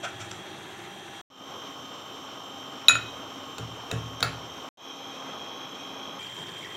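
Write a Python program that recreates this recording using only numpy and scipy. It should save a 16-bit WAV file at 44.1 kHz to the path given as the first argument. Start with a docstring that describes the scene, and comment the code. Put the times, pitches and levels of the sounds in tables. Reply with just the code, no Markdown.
"""Four short moments in a small, hard-walled kitchen. First a spatula scrapes a wok by stick-slip friction
while bubbles ring in the simmering curry. Next a steel pestle clangs on a metal mortar, exciting the modes
of both; the mortar rocks, and the pestle pounds cumin, shaking the counter and at last striking bare metal.
Then the spice lies still and only the background is heard. Finally the curry simmers on, with a few loud
pops. Throughout, a fan gives a turbulent rush and a buzz driven by the alternating mains."""
import sys
import numpy as np
from scipy import signal
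from scipy.fft import rfft, irfft
from scipy.io import wavfile
from scipy.ndimage import map_coordinates

SR = 44100
rng = np.random.default_rng(int(sys.argv[2]) if len(sys.argv) > 2 else 0)


def transcribe(signal):
    """Save signal, clipped to [-1, 1], as a 16-bit WAV file at the path in sys.argv[1]."""
    frames = np.atleast_2d(signal).T
    limited = np.clip(frames, -1, 1)
    pcm = np.round(limited * 32767).astype(np.int16)
    wavfile.write(sys.argv[1], SR, pcm)


N = 298116
T = np.arange(N) / SR
RING_T = T[:SR]  # the second after a blow
FREQS = np.fft.rfftfreq(N, 1 / SR) + 1  # Hz, offset to keep the logarithm finite
CLANG_S, CLANG_DB = 2.8839, 0
MAINS_HZ = 50

# pestle blows on the seeds (time [s], force [dB], share reaching bare metal [dB])
BLOWS = [(2.9058, -36, -33), (3.5817, -34, -24.5), (3.912, -27, -41), (4.204, -33.5, -32), (4.2274, -36, 1)]
# the tipped mortar landing on its foot (time [s], level [dB])
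LANDINGS = [(2.8951, -8.5), (2.9532, -15)]
# mortar modes (frequency [Hz], t60 [s], level struck on the rim [dB], level struck on the floor [dB])
MORTAR_MODES = [(670, 0.022, -44, -12.5), (1322, 0.015, -27.5, 0), (1830, 0.013, -19, -4.5),
                (2280, 0.017, -28.5, -7), (3290, 0.016, -25, -5), (3853, 0.035, 1, -6),
                (3836, 0.43, -26.5, -44), (3990, .022, -13.5, -1), (4400, 0.043, -39.5, -5),
                (4800, 0.019, -28.5, -6), (5700, 0.051, -28, -21), (6960, .03, -15, -28.5),
                (10163, 0.03, -23.5, -14), (15000, .07, -41, -21)]
# bending modes of the pestle (frequency [Hz], level [dB], t60 [s])
PESTLE_MODES = [(2524, -1.5, .31), (6870, -6, .11), (6926, -2, .16), (10140, -10, .11), (12980, -30, .11)]
# modes of the mortar on its foot (frequency [Hz], level [dB], t60 [s])
FOOT_MODES = [(1258, -5, 0.02), (1396, 0.5, 0.03), (1480, 0.5, 0.016), (1793, -11, 0.029),
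              (2540, -6.5, 0.023), (480, -22, 0.028)]
# resonances of seeds cracking in the mortar (frequency [Hz], width [Hz], gain [dB])
SEED_PEAKS = [(490, 810, -1), (1460, 210, 0), (2600, 220, 3.5), (3740, 220, 4), (6140, 1350, -8),
              (6850, 920, -10), (13600, 2500, -21)]
# low modes of the counter top (frequency [Hz], level [dB], t60 [s])
COUNTER_MODES = [(75.5, -12.5, 1), (113.2, 0, 0.75), (124, -4.5, 0.65), (164, -6, 0.61), (266, -13, 0.48),
                 (329, -15, 0.27), (452, -7, .25)]
# spatula strokes (time [s], duration [s], level [dB], emphasised frequency [Hz])
STROKES = [(0.02, 0.055, -35, 1200), (0.184, 0.058, -44.5, 6000), (0.3097, 0.01, -38, 6000)]
# resonances of the loaded wok (frequency [Hz], width [Hz], gain [dB])
WOK_PEAKS = [(653, 94, 6), (1400, 120, 4), (2480, 1030, -8), (3180, 280, -8), (5790, 610, -12.5),
             (7200, 700, -14.5)]
# loudest bursting bubbles (time [s], pitch [Hz], level [dB])
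BIG_BUBBLES = [(6.211, 2326, -36), (6.231, 6960, -41), (6.269, 2700, -42), (6.366, 6900, -43),
               (6.626, 2150, -36.5), (6.646, 1907, -34)]
# spectrum of the rush of fan and burner in each moment (frequency [Hz], relative density [dB])
RUSH_WOK = [(30, -30), (60, -18), (105, -1), (200, 0.5), (260, -3.5), (350, 6), (490, -7), (750, -2.5),
            (1650, -7), (2800, -11.5), (3700, -7), (4700, -22.5), (7500, -20), (11000, -35), (15800, -37)]
RUSH_MORTAR = [(30, -33), (60, -22), (100, -3), (190, -2.5), (290, 0.5), (700, -1), (1250, -0.5),
               (1800, -11.5), (3500, -10.5), (4600, -22.5), (7000, -24.5), (10400, -40.5), (13500, -47.5),
               (15800, -35)]
RUSH_STILL = [(30, -40), (60, -22), (100, -8), (190, -3.5), (290, -1.5), (500, -1), (780, -1.5), (1200, -2),
              (1800, -12), (3500, -11.5), (4600, -24), (7500, -29.5), (10400, -42), (15800, -43)]
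RUSH_SIMMER = [(30, -36), (60, -20), (109, -1), (240, -7.5), (372, -0.5), (600, -8.5), (1070, -4.5),
               (1500, -13.5), (2900, -14.5), (3600, -8.5), (4300, -32), (7200, -23), (10400, -38),
               (15800, -37)]
# resonances of the buzzing fan in each moment (frequency [Hz], width [Hz], relative gain [dB])
FAN_WOK = [(790, 32, -3), (1710, 200, -10), (2710, 210, -13.5), (3253, 100, -3.5), (5810, 79, -15),
           (6320, 110, -16), (7500, 180, -26), (9080, 200, -24), (11600, 120, -25.5), (12290, 120, -27)]
FAN_MORTAR = [(2970, 51, -1.5), (3153, 137, 0.5), (3510, 420, -12), (5350, 150, -12.5), (5612, 127, -8.5),
              (6120, 25, -10.5), (6300, 100, -11.5), (7400, 120, -16.5), (9690, 160, -30.5),
              (11870, 580, -25), (15150, 300, -44)]
FAN_STILL = [(2480, 110, -10.5), (3168, 60, 4), (3233, 62, 4), (3820, 210, -13.5), (5300, 210, -16),
             (5630, 77, -9), (6130, 24, -6), (6335, 45, -6.5), (7280, 57, -20), (9550, 230, -38),
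             (11800, 290, -25.5)]
FAN_SIMMER = [(3190, 116, 4), (5390, 100, -16), (5740, 130, -15), (6150, 47, -12), (7400, 100, -18),
              (9620, 80, -27), (11750, 220, -23)]
# fan motor tones heard at the counter (frequency [Hz], level [dB])
MOTOR_TONES = [(271, -55), (797, -57.5), (1093, -54.5), (1244, -57)]
# reverberation bands of the kitchen (frequency [Hz], t60 [s], level [dB])
ROOM_BANDS = [(250, 1, 2), (1013, 0.11, 0.5), (1970, 0.39, 4), (3700, 0.46, -10.5), (8000, 0.27, -1),
              (14000, .2, -15)]
# the four moments (start [s], end [s], fade-in [s], buzz [dB], whistle pitch [Hz], whistle level [dB])
TIMELINE = [(0, 1.214, .0013, -48, 3198, -61.5), (1.301, 4.689, .26, -47, 3149, -54),
            (4.773, 6.193, 0.13, -44.5, 3243, -55.5), (6.192, 6.77, 0.0018, -43.5, 3199, -46.5)]


def clang(pestle_db=-13, shake_db=-18, wet_db=-4, pestle_wet_db=-12):
    """Impact excitation: struck on the rim, the mortar rings briefly; the pestle's bending modes sing on."""
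    hz, t60, rim_db, _ = np.transpose(MORTAR_MODES)
    strike = [(CLANG_S, CLANG_DB)]
    mortar = play(strike, ring(zip(hz, rim_db, t60)) + undb(shake_db) * ring(FOOT_MODES))
    pestle = play(strike, undb(pestle_db) * ring(PESTLE_MODES))
    return mortar + pestle + reverb(undb(wet_db) * mortar + undb(pestle_wet_db) * pestle)


def pounding(crunch_db=9, crack_db=-1, shake_db=-4, jolt_db=-9, thud_db=-.5, thud_lag_s=0.0138, wet_db=-3):
    """Force transmission: each blow passes through seeds and mortar to the counter, whose modes beat."""
    hz, t60, _, floor_db = np.transpose(MORTAR_MODES)
    seeds = undb(crunch_db) * crunch(pushes()) + undb(crack_db) * crunch(knocks())
    shake = undb(shake_db) * play(pushes(), ring(FOOT_MODES))
    metal = play(knocks(), ring(zip(hz, floor_db, t60)) + undb(jolt_db) * ring(FOOT_MODES))
    thud = play([(s + thud_lag_s, db + thud_db) for s, db in pushes()], ring(COUNTER_MODES))
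    mortar = seeds + shake + metal
    return mortar + thud + undb(wet_db) * reverb(mortar)


def pushes():
    """Cushioned impact: the weight of each blow, as (time [s], level [dB])."""
    return [(s, force_db) for s, force_db, _ in BLOWS]


def knocks(metal_db=20.5):
    """Hard contact: the part of each blow that the seeds do not cushion, as (time [s], level [dB])."""
    return [(s, force_db + through_db + metal_db) for s, force_db, through_db in BLOWS]


def crunch(events, crush_s=0.0017, grit=0.38):
    """Brittle fracture: at each (time [s], level [dB]) the seeds give way in a burst of resonant noise."""
    crush = RING_T / crush_s * np.exp(1 - RING_T / crush_s)
    cracks = np.zeros(N)
    for s, db in events:
        add(cracks, s, undb(db) * crush * rng.standard_normal(SR) * np.exp(grit * walk(1100)[:SR]))
    return resonate(cracks, SEED_PEAKS)


def rocking(knock_db=-22, pestle_db=-22, seeds_db=-13, wet_db=-8):
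    """Restoring torque: tipped by the clang, the mortar clacks back, jolting seeds and pestle."""
    hz, t60, _, floor_db = np.transpose(MORTAR_MODES)
    bowl = undb(knock_db) * ring(zip(hz, floor_db, t60))
    clack = ring(FOOT_MODES) + bowl + undb(pestle_db) * ring(PESTLE_MODES)
    out = play(LANDINGS, clack) + undb(seeds_db) * crunch(LANDINGS)
    return out + undb(wet_db) * reverb(out)


def counter_wash(hard_db=-25, soft_db=-14, t60=0.76, rise_s=0.0028):
    """Modal overlap: the counter's dense modes merge into noise, bright if knocked, dull if cushioned."""
    swell = decay(t60) * (1 - np.exp(-RING_T / rise_s))
    hard = undb(hard_db) * play(knocks(), swell)
    soft = undb(soft_db) * play(pushes(), swell)
    bright = colour(rng.standard_normal(N), [(100, -18.5), (500, 7.5), (1000, 4.5), (2400, -9),
                                             (3000, -15), (5500, -15.5), (9000, -39)])
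    dull = colour(rng.standard_normal(N), [(60, -13), (300, -2.5), (700, -4.5), (1500, -27), (5000, -58)])
    return hard * unit(bright) + soft * unit(dull)


def spatula(grit=0.23, slope_db=4, wet_db=-3):
    """Stick-slip friction: short strokes of the steel edge excite the wok's resonances."""
    out = np.zeros(N)
    for s, length, db, hz in STROKES:
        pressure = np.sin(np.pi * np.clip((T - s) / length, 0, 1)) ** 2
        slips = pressure * rng.standard_normal(N) * np.exp(grit * walk(860))
        tilt = [(hz / 10, -3 * slope_db), (hz, 0), (hz * 10, -slope_db)]
        stroke = colour(resonate(slips, WOK_PEAKS), tilt)
        out += undb(db) * stroke * np.sqrt(length * SR / np.sum(stroke ** 2))
    return out + undb(wet_db) * reverb(out)


def wok_rumble(start_s=0.035, length_s=0.4, hz=108, width_hz=30, db=-50):
    """Forced vibration: the wok rumbles on its stand while the spatula pushes it."""
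    push = np.sin(np.pi * np.clip((T - start_s) / length_s, 0, 1))
    return undb(db) * push * unit(resonate(rng.standard_normal(N), [(hz, width_hz, 0)]))


def pops(cycles=19, wet_db=-5):
    """Light damping: a few big bubbles ring with a clear pitch, and the walls reflect them."""
    out = np.zeros(N)
    for s, hz, db in BIG_BUBBLES:
        add(out, s, undb(db) * bubble(hz, cycles))
    return out + undb(wet_db) * reverb(out)


def simmer(per_s, db, low_hz, high_hz, spread_db=3, cycles=3.5):
    """Viscous damping: small bubbles burst at random, and the thick curry stills each in a few cycles."""
    out = np.zeros(N)
    for when, pitch, size, life in rng.random((int(per_s * N / SR), 4)):
        hz = low_hz * (high_hz / low_hz) ** pitch
        gain = undb(-spread_db * np.log(0.02 + size)) / (1 + pitch)
        add(out, when * N / SR, gain * bubble(hz, cycles * (.5 + life)))
    return undb(db) * unit(out)


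def bubble(hz, cycles, glide=0.055):
    """Cavity resonance: a bursting bubble rises in pitch and decays by 1/e in the given cycles."""
    age = np.arange(int(4 * cycles * SR / hz)) * hz / (cycles * SR)  # in decay times
    envelope = np.exp(-age) * (1 - np.exp(-12 * age))
    return envelope * np.sin(2 * np.pi * cycles * (age + glide * age ** 2 / 4))


def air_rush(spectrum, flutter_db=1.5, swell_db=0.86):
    """Turbulence: broadband noise whose octaves flutter independently while the whole slowly swells."""
    noise = rfft(colour(rng.standard_normal(N), spectrum))
    octaves = np.arange(6, 15)  # log2 of frequency
    bands = (irfft(noise * np.interp(np.log2(FREQS), octaves, share), N) for share in np.eye(len(octaves)))
    fluttering = sum(band * undb(flutter_db * walk(31)) for band in bands)
    return unit(fluttering * undb(swell_db * walk(2.6)))


def fan_buzz(peaks, uneven=0.43, waver=0.82, drift_hz=8, jitter_s=.000012):
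    """Multipath interference: iron snaps twice per mains cycle, and turning blades shift the sound paths."""
    instants = np.arange(0, N, SR // (2 * MAINS_HZ))
    snaps = np.zeros(N)
    snaps[instants] = 1 + uneven * (-1) ** np.arange(len(instants))
    # each path scatters the snaps in time but keeps their pitch
    period = SR // MAINS_HZ
    scatters = [irfft(np.exp(2j * np.pi * rng.random(period // 2 + 1))) for _ in range(3)]
    paths = np.array([unit(signal.fftconvolve(snaps, scatter)[:N]) for scatter in scatters])
    # the paths trade strength, so single harmonics waver while the whole stays level
    shares = np.array([np.ones(N), waver * walk(drift_hz), waver * walk(drift_hz)])
    drive = np.sum(paths * shares, axis=0) / np.linalg.norm(shares, axis=0)
    # moving air jitters the arrival, which blurs the highest harmonics most
    arrival = T + jitter_s * walk(2 * drift_hz)
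    drive = map_coordinates(drive, [arrival * SR], order=3, mode="nearest")
    rattle = .45 * rng.standard_normal(N)
    return unit(resonate(drive + rattle, peaks))


def fan_tone(hz, db, waver_db=2, waver_rad=1.18):
    """Random modulation: one tone of the fan motor wavers in amplitude and phase."""
    amplitude = undb(db + waver_db * walk(7.3)) * np.sqrt(2)
    return amplitude * np.sin(2 * np.pi * hz * T + waver_rad * walk(8.8))


def reverb(x, delay_s=.004, build_s=0.0069):
    """Diffuse reverberation: dense wall reflections die away at a separate rate in each band."""
    hz, t60, db = np.transpose(ROOM_BANDS)
    noise, tail = rfft(rng.standard_normal(N)), 0
    for k, share in enumerate(np.eye(len(hz))):
        band = irfft(noise * np.interp(np.log(FREQS), np.log(hz), share), N)[:SR]
        envelope = decay(t60[k]) * np.clip((RING_T - delay_s) / build_s, 0, 1)
        tail = tail + undb(db[k]) * band * envelope / np.linalg.norm(envelope)
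    return signal.fftconvolve(x, tail)[:N]


def ring(modes):
    """Free vibration: a sum of damped modes, successive ones starting in opposite directions."""
    return sum((-1) ** k * undb(db) * decay(t60) * np.sin(2 * np.pi * hz * RING_T)
               for k, (hz, db, t60) in enumerate(modes))


def decay(t60):
    """Exponential damping: a fall of 60 dB in t60 seconds."""
    return np.exp(-np.log(1000) * RING_T / t60)


def resonate(x, peaks):
    """Resonance: x passes through steep parallel peaks (frequency [Hz], width [Hz], gain [dB])."""
    gain = sum(undb(db) / (1 + 1j * (FREQS - hz ** 2 / FREQS) / (1.27 * width)) ** 2
               for hz, width, db in peaks)
    return irfft(rfft(x, N) * gain, N)


def colour(x, points):
    """Spectral shaping: x is filtered by a curve through (frequency [Hz], gain [dB])."""
    hz, db = np.transpose(points)
    return irfft(rfft(x, N) * undb(np.interp(np.log(FREQS), np.log(hz), db)), N)


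def walk(rate_hz):
    """Random fluctuation: low-passed noise of rms 1."""
    return unit(irfft(rfft(rng.standard_normal(N)) * np.exp(-np.minimum(FREQS / rate_hz, 10) ** 2), N))


def play(events, sound):
    """Time invariance: the same response follows each (time [s], level [dB])."""
    out = np.zeros(N)
    for s, db in events:
        add(out, s, undb(db) * sound)
    return out


def add(out, s, x):
    """Superposition: x joins out from time s."""
    i = max(int(s * SR), 0)
    out[i:i + len(x)] += x[:max(N - i, 0)]


def unit(x):
    """Normalisation to rms 1."""
    return x / np.sqrt(np.mean(x ** 2))


def undb(db):
    """Amplitude ratio of a level in decibels."""
    return 10 ** (np.asarray(db) / 20)


def scene():
    """Superposition: each moment sums its action, rush, buzz and whistle, fades in and ends abruptly."""
    motor = sum(fan_tone(hz, db) for hz, db in MOTOR_TONES)
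    stirring = spatula() + wok_rumble() + simmer(per_s=240, db=-60, low_hz=576, high_hz=5800)
    grinding = clang() + rocking() + pounding() + counter_wash()
    bubbling = pops() + simmer(per_s=1100, db=-49, low_hz=1490, high_hz=8900)
    actions = [stirring, grinding + motor, motor, bubbling]
    rushes = [RUSH_WOK, RUSH_MORTAR, RUSH_STILL, RUSH_SIMMER]
    buzzes = [FAN_WOK, FAN_MORTAR, FAN_STILL, FAN_SIMMER]
    out = np.zeros(N)
    for moment, action, spectrum, peaks in zip(TIMELINE, actions, rushes, buzzes):
        start, end, fade, buzz_db, whistle_hz, whistle_db = moment
        gate = (T >= start) * (T < end) * np.clip(0.17 + (T - start) / fade, 0, 1)
        rush = undb(-43) * air_rush(spectrum)
        buzz = undb(buzz_db) * fan_buzz(peaks)
        whistle = fan_tone(whistle_hz, whistle_db)
        out += gate * (action + rush + buzz + whistle)
    return out[None]


def record(dry, ceiling=.95, cutoff_hz=15800):
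    """Clipping and band limiting: the loudest peaks are flattened, then the highest treble is cut."""
    oversampled = signal.resample_poly(dry, 2, 1, axis=1)
    limited = signal.resample_poly(np.clip(oversampled, -ceiling, ceiling), 1, 2, axis=1)
    return signal.sosfilt(signal.ellip(10, .2, 70, cutoff_hz, fs=SR, output="sos"), limited)


dry = scene()
out = record(dry)
transcribe(out)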